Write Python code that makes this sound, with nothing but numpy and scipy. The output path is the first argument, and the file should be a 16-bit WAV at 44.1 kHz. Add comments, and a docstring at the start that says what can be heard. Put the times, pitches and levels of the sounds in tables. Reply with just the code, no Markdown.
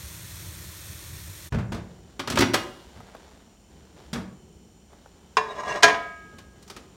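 """An egg sizzles softly, steam bubbles bursting in the fat, over a rumbling stove. At 1.5 s the scene cuts
to a microwave oven in the same kitchen. After two dull bumps its button is pushed, the latch springs
and the door opens, shaking the steel case. Cloth rustles between light taps. A china plate touches
the glass turntable, sticks and slips across it and drops flat, ringing. A hand takes hold of the door."""
import sys
import numpy as np
from scipy import signal
from scipy.fft import rfft, irfft, next_fast_len
from scipy.io import wavfile
from scipy.ndimage import map_coordinates

SR = 44100
rng = np.random.default_rng(int(sys.argv[2]) if len(sys.argv) > 2 else 0)


def store_wav(level_fs):
    """Save 16-bit WAV to argv[1]."""
    pcm = np.round(np.clip(np.atleast_2d(level_fs), -1, 1) * 32767)
    wavfile.write(sys.argv[1], SR, pcm.T.astype(np.int16))


N = 306925
T = np.arange(N) / SR
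AGE = np.arange(SR // 2) / SR  # seconds since a blow

# glass turntable modes in the steel cavity: pitch_hz, t60_s, struck_db, rubbed_db
TURNTABLE_MODES = [(410.7, 0.58, -32.5, -8.5), (438, 0.75, -8.5, -16.5), (597.6, 0.75, -19, -12.5),
                   (649, 0.29, -16.5, -21.5), (731, 0.17, -6.5, -20.5), (897, 0.33, -13, -24),
                   (964, 0.19, -3, -8), (1027.5, 0.098, 7.5, 3.5), (1076, 0.078, 9.5, -5),
                   (1174, 0.063, -2, 3), (1649, 0.24, -12.5, -7), (1752, 0.29, -9, -21.5),
                   (1890, 0.14, -17, -6.5), (2300, 0.17, -19, -18), (2435, 0.13, -8.5, -36),
                   (2720, 0.12, -7, -23), (3400, 0.05, -3.5, -12), (3860, 0.073, -14.5, -15),
                   (3880, .11, -18, -14.5), (5084, 0.031, 0.5, -10.5), (6200, 0.11, -31, -27.5),
                   (6620, 0.16, -23.5, -21)]


def amp(db):
    """Decibels to gain."""
    return 10 ** (np.asarray(db) / 20)


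def unit(x):
    """Scale to rms 1."""
    return x / np.sqrt(np.mean(x ** 2) + 1e-20)


def along(points, hz):
    """Interpolate (freq_hz, value) points on a log axis."""
    freq_hz, values = np.transpose(points)
    return np.interp(np.log(hz + 1), np.log(freq_hz + 1), values)


def wobble(knots_per_s):
    """Smooth random curve."""
    return map_coordinates(rng.standard_normal(int(N * knots_per_s / SR) + 4), [T * knots_per_s])


def fade(centre_s, length_s):
    """Linear ramp from 0 to 1."""
    return np.clip((T - centre_s) / length_s + .5, 0, 1)


def bell(centre_s, half_length_s):
    """Gaussian swell, peak 1."""
    return np.exp(-((T - centre_s) / half_length_s) ** 2)


def filtered(x, response):
    """Apply a gain given as a function of frequency."""
    size = next_fast_len(len(x) + 8192)
    return irfft(rfft(x, size) * response(np.fft.rfftfreq(size, 1 / SR)), size)[:len(x)]


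def coloured(x, spectrum):
    """Shape x by a spectrum, at rms 1."""
    return unit(filtered(x, lambda hz: amp(along(spectrum, hz))))


def noise(spectrum, samples=N):
    """Steady noise, rms 1."""
    return coloured(rng.standard_normal(samples), spectrum)


def grains(per_s):
    """Sparse random impulses."""
    return (rng.random(N) < per_s / SR) * rng.standard_normal(N)


def add(track, start_s, sound):
    """Mix a sound into the track."""
    part = track[round(start_s * SR):][:len(sound)]
    part += sound[:len(part)]


def onset(rise_s, age=AGE):
    """Exponential rise to 1."""
    return 1 - np.exp(-age / rise_s)


def ring(modes, scatter_db, bass_db=0, age=AGE):
    """Decaying modes, strengths redrawn per call; bass_db shifts those under 400 Hz."""
    hz, db, t60_s = np.transpose(modes)[:, :, None]
    strength_db = db + scatter_db * rng.standard_normal(db.shape) + bass_db * (hz < 400)
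    return np.sum(amp(strength_db - 60 * age / t60_s) * np.sin(2 * np.pi * hz * age), axis=0)


def blow(spectrum, levels_db, t60s_s, rise_s, crack, low_hz=300, high_hz=4000):
    """Short crack, then dense panel modes; bass, middle and treble decay at their own rates."""
    hz = np.fft.rfftfreq(len(AGE), 1 / SR)
    crowd = rfft(rng.standard_normal(len(AGE))) * amp(along(spectrum, hz))
    bass = 1 / (1 + (hz / low_hz) ** 6)
    treble = 1 / (1 + (high_hz / (hz + 1)) ** 6)
    low, mid, high = (unit(irfft(crowd * band, len(AGE))) * amp(db - 60 * AGE / t60_s)
                      for band, db, t60_s in zip([bass, 1 - bass - treble, treble], levels_db, t60s_s))
    contact = onset(rise_s) * (1 + crack * np.exp(-AGE / 0.0016))
    return low * onset(0.0042) + (mid + high) * contact


def door():
    """Plastic button and latch hooks snap, shaking the steel case; the freed spring pings."""
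    # button, latch, door, light touches: start_s, level_db, bass_rel_db, treble_rel_db
    snaps = [(2.194, -20.5, -9, -14), (2.274, -21, -7, -13.5), (2.3, -22, -3, -6), (2.321, -22.5, 3, -13.5),
             (2.356, -23.5, 1, -9.5), (2.372, -12, -20, -18.5), (2.387, -15.5, 0, -6.5),
             (2.406, -12, -8, -10), (2.42, -10.5, -8, -20.5), (2.535, -18, -8, -11.5),
             (2.541, -9.5, -22, -11.5), (6.384, -39, -18, -9), (6.625, -51.5, -17, 1.5),
             (6.677, -47, -20.5, -1), (6.699, -34, -19, -6), (6.764, -35, -10, -7.5)]
    case_spectrum = [(24, -50.5), (40, -19), (87, -0.5), (226, -2.5), (262, 2.5), (305, -13), (363, 2),
                     (491, -18), (556, -7.5), (680, -11.5), (1240, -9), (2260, -14), (2910, -14.5),
                     (5870, -17), (16000, -36)]  # struck case: freq_hz, density_db
    case_modes = [(269.4, 3.5, 0.25), (364, -3, 0.14), (559, 0, 0.12), (1110, -28, 0.15), (1248, 1.5, 0.25),
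                  (1630, -7, 0.15), (2000, -12, 0.24), (2476, -7, .2), (2510, -10, .24), (3380, -13, 0.12),
                  (4060, -12, 0.33), (4480, -25, 0.15), (5730, -10, 0.29)]  # sheet steel: pitch_hz, level_db, t60_s
    spring_modes = [(1553, -58, 2.8), (2850, -40, 0.69), (3080, -46, 0.4), (3187, -50, 0.27),
                    (4296, -41, 0.17), (13500, -32, .04)]  # latch spring: pitch_hz, level_db, t60_s
    spring_s = 2.541
    out = np.zeros(N)
    for start_s, db, bass_db, treble_db in snaps:
        snap = blow(case_spectrum, [bass_db - 5.5, -5, treble_db], [.22, .11, .075],
                    rise_s=0.0012, crack=0.4)
        steel = amp(-21.5) * ring(case_modes, scatter_db=2, bass_db=bass_db + 5) * onset(0.0017)
        add(out, start_s, amp(db) * (snap + steel))
    shimmer = noise([(1500, -46), (3000, 3.5), (8000, -7.5), (16000, -16)], len(AGE))
    add(out, spring_s, shimmer * amp(-50 - 60 * AGE / 1.45))
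    add(out, spring_s, ring(spring_modes, scatter_db=1.5, age=T[:2 * SR]))
    return out


def plate_knocks():
    """The hand damps the plate, so the turntable rings; once let go, the china rings too."""
    knocks = [(5.369, -18.5, -8, -14), (5.825, -21, -5.5, -42), (5.831, -12, 1, -20),
              (5.840, -10, -6.5, -34), (5.881, -18, -13, -25.5), (5.896, -19, -18, -45),
              (5.944, -23.5, -34, -42)]  # plate on glass: start_s, clack_db, treble_rel_db, turntable_db
    clack_spectrum = [(100, -36.5), (300, -25), (420, -9.5), (520, 0), (700, 15), (1300, 5), (1800, 12.5),
                      (2500, 3), (4500, -8), (7000, -16), (10000, -28.5), (16000, -45.5)]  # contact clack: freq_hz, density_db
    china_modes = [(295, -33, 0.62), (425, -17, 0.26), (679, -21, 0.41), (718, -30.5, 0.61),
                   (1004, -13, 0.27), (1260, -28, 1.07), (1366, -15, 0.17), (1637, -31, 1.19),
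                   (1641, -7, 0.15), (1884, -30.5, 0.72), (1992, -36, 0.67), (2246, -32, 0.85),
                   (2290, -36.5, .45), (2418, -17, 0.17), (2900, -45, 0.52), (3160, -21.5, 0.12),
                   (3440, -34, 0.49), (4270, -20, 0.11), (5000, -32, 0.094), (5680, -25, 0.15),
                   (6500, -22.5, 0.13)]  # plate at rest on the glass: pitch_hz, level_db, t60_s
    shimmer_spectrum = [(1200, -24.5), (2200, 3.5), (3400, -7), (5000, -12.5), (12000, -32)]  # dense weak plate modes: freq_hz, density_db
    drop_s, shimmer_t60_s = 5.833, 0.93
    struck_modes = [(hz, db, t60_s) for hz, t60_s, db, _ in TURNTABLE_MODES]
    out = np.zeros(N)
    for start_s, clack_db, treble_db, turntable_db in knocks:
        clack = blow(clack_spectrum, [-20, 0, treble_db], [.4, .085, .07], rise_s=0.0008, crack=.3)
        glass = ring(struck_modes, scatter_db=1) * onset(0.0018)
        add(out, start_s, amp(clack_db) * clack + amp(turntable_db - 3.5) * glass)
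    add(out, drop_s, noise(shimmer_spectrum, len(AGE)) * amp(-38.5 - 60 * AGE / shimmer_t60_s))
    add(out, drop_s, ring(china_modes, scatter_db=1, age=T[:SR]) * onset(0.002, T[:SR]))
    return out


def plate_slide():
    """The plate's rough foot catches and slips, driving the glass modes as the contact wanders."""
    catches = [(5.505, 3.5), (5.6, 11), (5.655, 7), (5.704, 13), (5.761, 13)]  # friction swells: centre_s, boost_db
    scratch_spectrum = [(300, -27), (500, 1.5), (1100, -0.5), (1500, -4.5), (2000, -4), (3300, -16),
                        (6000, -17.5), (9000, -28), (16000, -55.5)]  # grit on china: freq_hz, density_db
    squeaks = [(5.508, 3780, -43, .016), (5.703, 6000, -40, .011), (5.700, 2770, -37, .01),
               (5.724, 2750, -32, 0.009)]  # sticking foot: centre_s, pitch_hz, level_db, half_length_s
    start_s, end_s = 5.41, 5.81
    dragged_s = np.clip(T, start_s, end_s) - start_s
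    catch_db = sum(db * bell(centre_s, 0.028) for centre_s, db in catches)
    groan_db = -43 + 5.5 * dragged_s + catch_db  # grows as the hand gives up the weight
    scratch_db = -50.5 + 31 * dragged_s + .6 * catch_db  # grit bites ever harder
    rubbed_modes = [(hz, db, t60_s) for hz, t60_s, _, db in TURNTABLE_MODES]
    here, there = (unit(signal.fftconvolve(grains(per_s=760), ring(rubbed_modes, scatter_db=5))[:N])
                   for _ in range(2))
    place = wobble(16)
    groan = here * np.cos(place) + there * np.sin(place)
    tinkle = rng.standard_normal(len(AGE)) * amp(-60 * AGE / 0.065)  # high china modes, per grain
    scratch = coloured(signal.fftconvolve(grains(per_s=600), tinkle)[:N], scratch_spectrum)
    waver_s = 0.0118 * np.cumsum(wobble(250)) / SR
    squeak = sum(amp(db) * bell(centre_s, half_s) * np.sin(2 * np.pi * hz * (T + waver_s))
                 for centre_s, hz, db, half_s in squeaks)
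    contact = fade(start_s, .05) * (1 - fade(end_s, .045))
    return contact * (amp(groan_db) * groan + amp(scratch_db) * scratch) + squeak


def sizzle():
    """Steam bubbles burst in the fat and merge into a hiss that sinks as the egg cools the fat."""
    fat_spectrum = [(200, -32), (310, 3.5), (450, -7), (600, -4), (740, -11.5), (950, -6), (2000, -5),
                    (6500, -4), (9000, -5.5), (13000, -7.5), (16000, -11.5)]  # frying fat: freq_hz, density_db
    pan_bands = [(1840, 210, 3.5), (2920, 500, -3.5), (3500, 150, 2.5), (4870, 500, -5.5), (7700, 650, -4),
                 (8200, 260, 5), (9430, 130, 4), (10300, 830, -9.5), (11650, 200, 6)]  # pan and worktop colouring: centre_hz, width_hz, gain_db
    cooling_db_per_s = 0.7

    def response(hz):
        pan_db = sum(db * np.exp(-(2 * (hz - centre_hz) / width_hz) ** 2)
                     for centre_hz, width_hz, db in pan_bands)
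        return amp(along(fat_spectrum, hz) + pan_db)

    level_db = -43.5 - cooling_db_per_s * T + 0.33 * wobble(17.1)
    return amp(level_db) * unit(filtered(grains(per_s=16000), response))


def stove():
    """A fluttering rumble that swells once, and a hum that fades early."""
    rumble_spectrum = [(13, -53), (22, -26), (32, -25), (58, -6), (81, 2), (139, -11.5), (172, -12),
                       (203, -17), (233, -28), (270, -36), (350, -63), (590, -120)]  # stove rumble: freq_hz, density_db
    flutter_db = 1.5 * wobble(12.23)
    surge_db = 6.5 * bell(1.128, 0.049)
    rumble = amp(-43.5 + flutter_db + surge_db) * noise(rumble_spectrum)
    hum = amp(-51 + 2 * wobble(5)) * np.sin(2 * np.pi * 166 * T)
    return rumble + hum * (1 - fade(.7, .4))


def bumps():
    """Heavy wood gives a dull thud and a short boom."""
    hits = [(1.522, -24.5, 1, -22.5), (1.543, -25, 2, -23.5), (1.584, -28.5, -8, -21),
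            (1.72, -26, -11, -15), (1.744, -30, -4, -16.5), (2.96, -45, -0.5, -24), (4.13, -23, -24, -11),
            (4.156, -26.5, -11, -28.5), (6.331, -49.5, 2.5, -30)]  # on floor and counter: start_s, level_db, bass_rel_db, treble_rel_db
    wood_spectrum = [(18, -37), (30, -10), (70, 0.5), (93, 2), (138, 0), (233, -5), (273, -10.5),
                     (600, -17), (844, -19), (1590, -21.5), (2350, -27.5), (5590, -45.5), (16000, -67)]  # struck counter: freq_hz, density_db
    wood_modes = [(191.7, 1, 0.45), (228, -5, 0.44), (305, -6, 0.24), (479, -10, 0.24), (589, -9.5, 0.2),
                  (758, -14, .2), (1470, -7.5, 0.17)]  # counter: pitch_hz, level_db, t60_s
    out = np.zeros(N)
    for start_s, db, bass_db, treble_db in hits:
        thud = blow(wood_spectrum, [bass_db + 3, -4, treble_db + 1], [.25, .19, .12],
                    rise_s=0.0017, crack=0.41, low_hz=175)
        boom = amp(-10) * ring(wood_modes, scatter_db=2.2, bass_db=-5.5)
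        add(out, start_s, amp(db) * (thud + boom))
    return out


def taps():
    """Light, damped contacts that hardly ring."""
    touches = [(2.972, -45), (3.003, -39), (3.085, -46), (3.149, -36.5), (3.314, -49), (4.931, -46),
               (5.059, -46)]  # dry taps close by: start_s, level_db
    tap_spectrum = [(100, -10), (300, -10), (570, 4), (850, 3), (1500, -2.5), (2300, -19), (6000, -25),
                    (16000, -33)]  # one tap: freq_hz, density_db
    out = np.zeros(N)
    for start_s, db in touches:
        tap = blow(tap_spectrum, [-8, 0, -18], [.08, .045, .04], rise_s=0.0007, crack=.4)
        add(out, start_s, amp(db) * tap)
    return out


def movements():
    """Someone moves about: each move brings a cloth rustle and a low rumble."""
    moves = [(1.843, 0.34, -61, -57), (2.72, 0.56, -54.5, -62), (3.69, 0.32, -61, -57),
             (3.956, 0.066, -55, -55), (4.297, 0.31, -75, -57), (4.894, 0.61, -62, -63.5),
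             (6.181, 0.19, -63, -55.5), (6.533, 0.44, -60.5, -55.5)]  # body movements: start_s, length_s, rustle_db, rumble_db
    sleeve_spectrum = [(210, -35), (350, -2), (943, -6), (1120, -10.5), (1570, -10.5), (2710, -17.5),
                       (3560, -14.5), (7310, -25), (16000, -40)]  # rubbing cloth: freq_hz, density_db
    start_s, length_s, rustle_db, rumble_db = np.transpose(moves)[:, :, None]

    def envelope(db, release_s):
        release = np.exp(-np.maximum(T - start_s - length_s, 0) / release_s)
        return np.max(amp(db) * fade(start_s, 0.053) * release, axis=0)

    rumble = noise([(20, -33), (65, -1), (170, 4), (250, -5.5), (400, 2), (800, -31.5), (3000, -87)])
    rustle = amp(wobble(17)) * coloured(grains(per_s=3000), sleeve_spectrum)
    return envelope(rumble_db, release_s=0.4) * rumble + envelope(rustle_db, release_s=0.2) * rustle


def reverb(x):
    """Kitchen reflections; each frequency decays at its own rate."""
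    decay_times = [(80, 0.76), (300, 0.72), (1500, 0.47), (5000, 0.35), (14000, 0.3)]  # kitchen decay: freq_hz, t60_s
    hz, age_s, spectra = signal.stft(rng.standard_normal(SR), SR, nperseg=256)
    decay = amp(-60 * age_s / along(decay_times, hz)[:, None])
    tail = signal.istft(spectra * decay, SR, nperseg=256)[1][:len(AGE)]
    tail *= 1 - np.exp(-(AGE / .012) ** 2)
    return signal.fftconvolve(x, tail / np.linalg.norm(tail))[:N]


def room_tone():
    """Low steady noise with a thin hiss."""
    kitchen_spectrum = [(15, -34), (25, -9.5), (70, 6), (127, -12.5), (185, 0), (427, -15), (476, -15),
                        (863, -16.5), (1100, -24), (1520, -25), (1840, -28.5), (2910, -25), (4870, -34),
                        (7310, -44), (16000, -67)]  # room noise: freq_hz, density_db
    hiss_bands = [(3040, 51, -76), (4320, 150, -81.5), (5720, 780, -72.5), (7100, 440, -71.5),
                  (8650, 610, -79)]  # narrow bands of hiss: centre_hz, width_hz, level_db

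    def response(hz):
        return amp(-73.5) + sum(amp(db) * unit(1 / (1 + (2 * (hz - centre_hz) / width_hz) ** 2))
                                for centre_hz, width_hz, db in hiss_bands)

    return amp(-54.5) * noise(kitchen_spectrum) + filtered(rng.standard_normal(N), response)


def scene():
    """Frying, then a cut to the microwave oven; mono."""
    frying_end_s, oven_start_s = 1.485, 1.508
    thuds, latch, plate = bumps(), door(), plate_knocks() + plate_slide()
    echo = reverb(amp(-7.5) * thuds + amp(-10) * latch + amp(-14) * plate)
    oven = thuds + latch + plate + taps() + echo + room_tone() + movements()
    frying = sizzle() + stove()
    return (frying * (1 - fade(frying_end_s, 0.025)) + oven * fade(oven_start_s, 0.018))[None]


def record(dry):
    """Round peaks near full scale, roll off the deepest bass, cut the top treble."""
    low_cut_hz, top_hz = 36, 16050
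    soft = dry / (1 + np.abs(dry / .95) ** 6) ** (1 / 6)
    return filtered(soft[0], lambda hz: (hz < top_hz) / np.sqrt(1 + (low_cut_hz / (hz + 1)) ** 6))[None]


dry = scene()
out = record(dry)
store_wav(out)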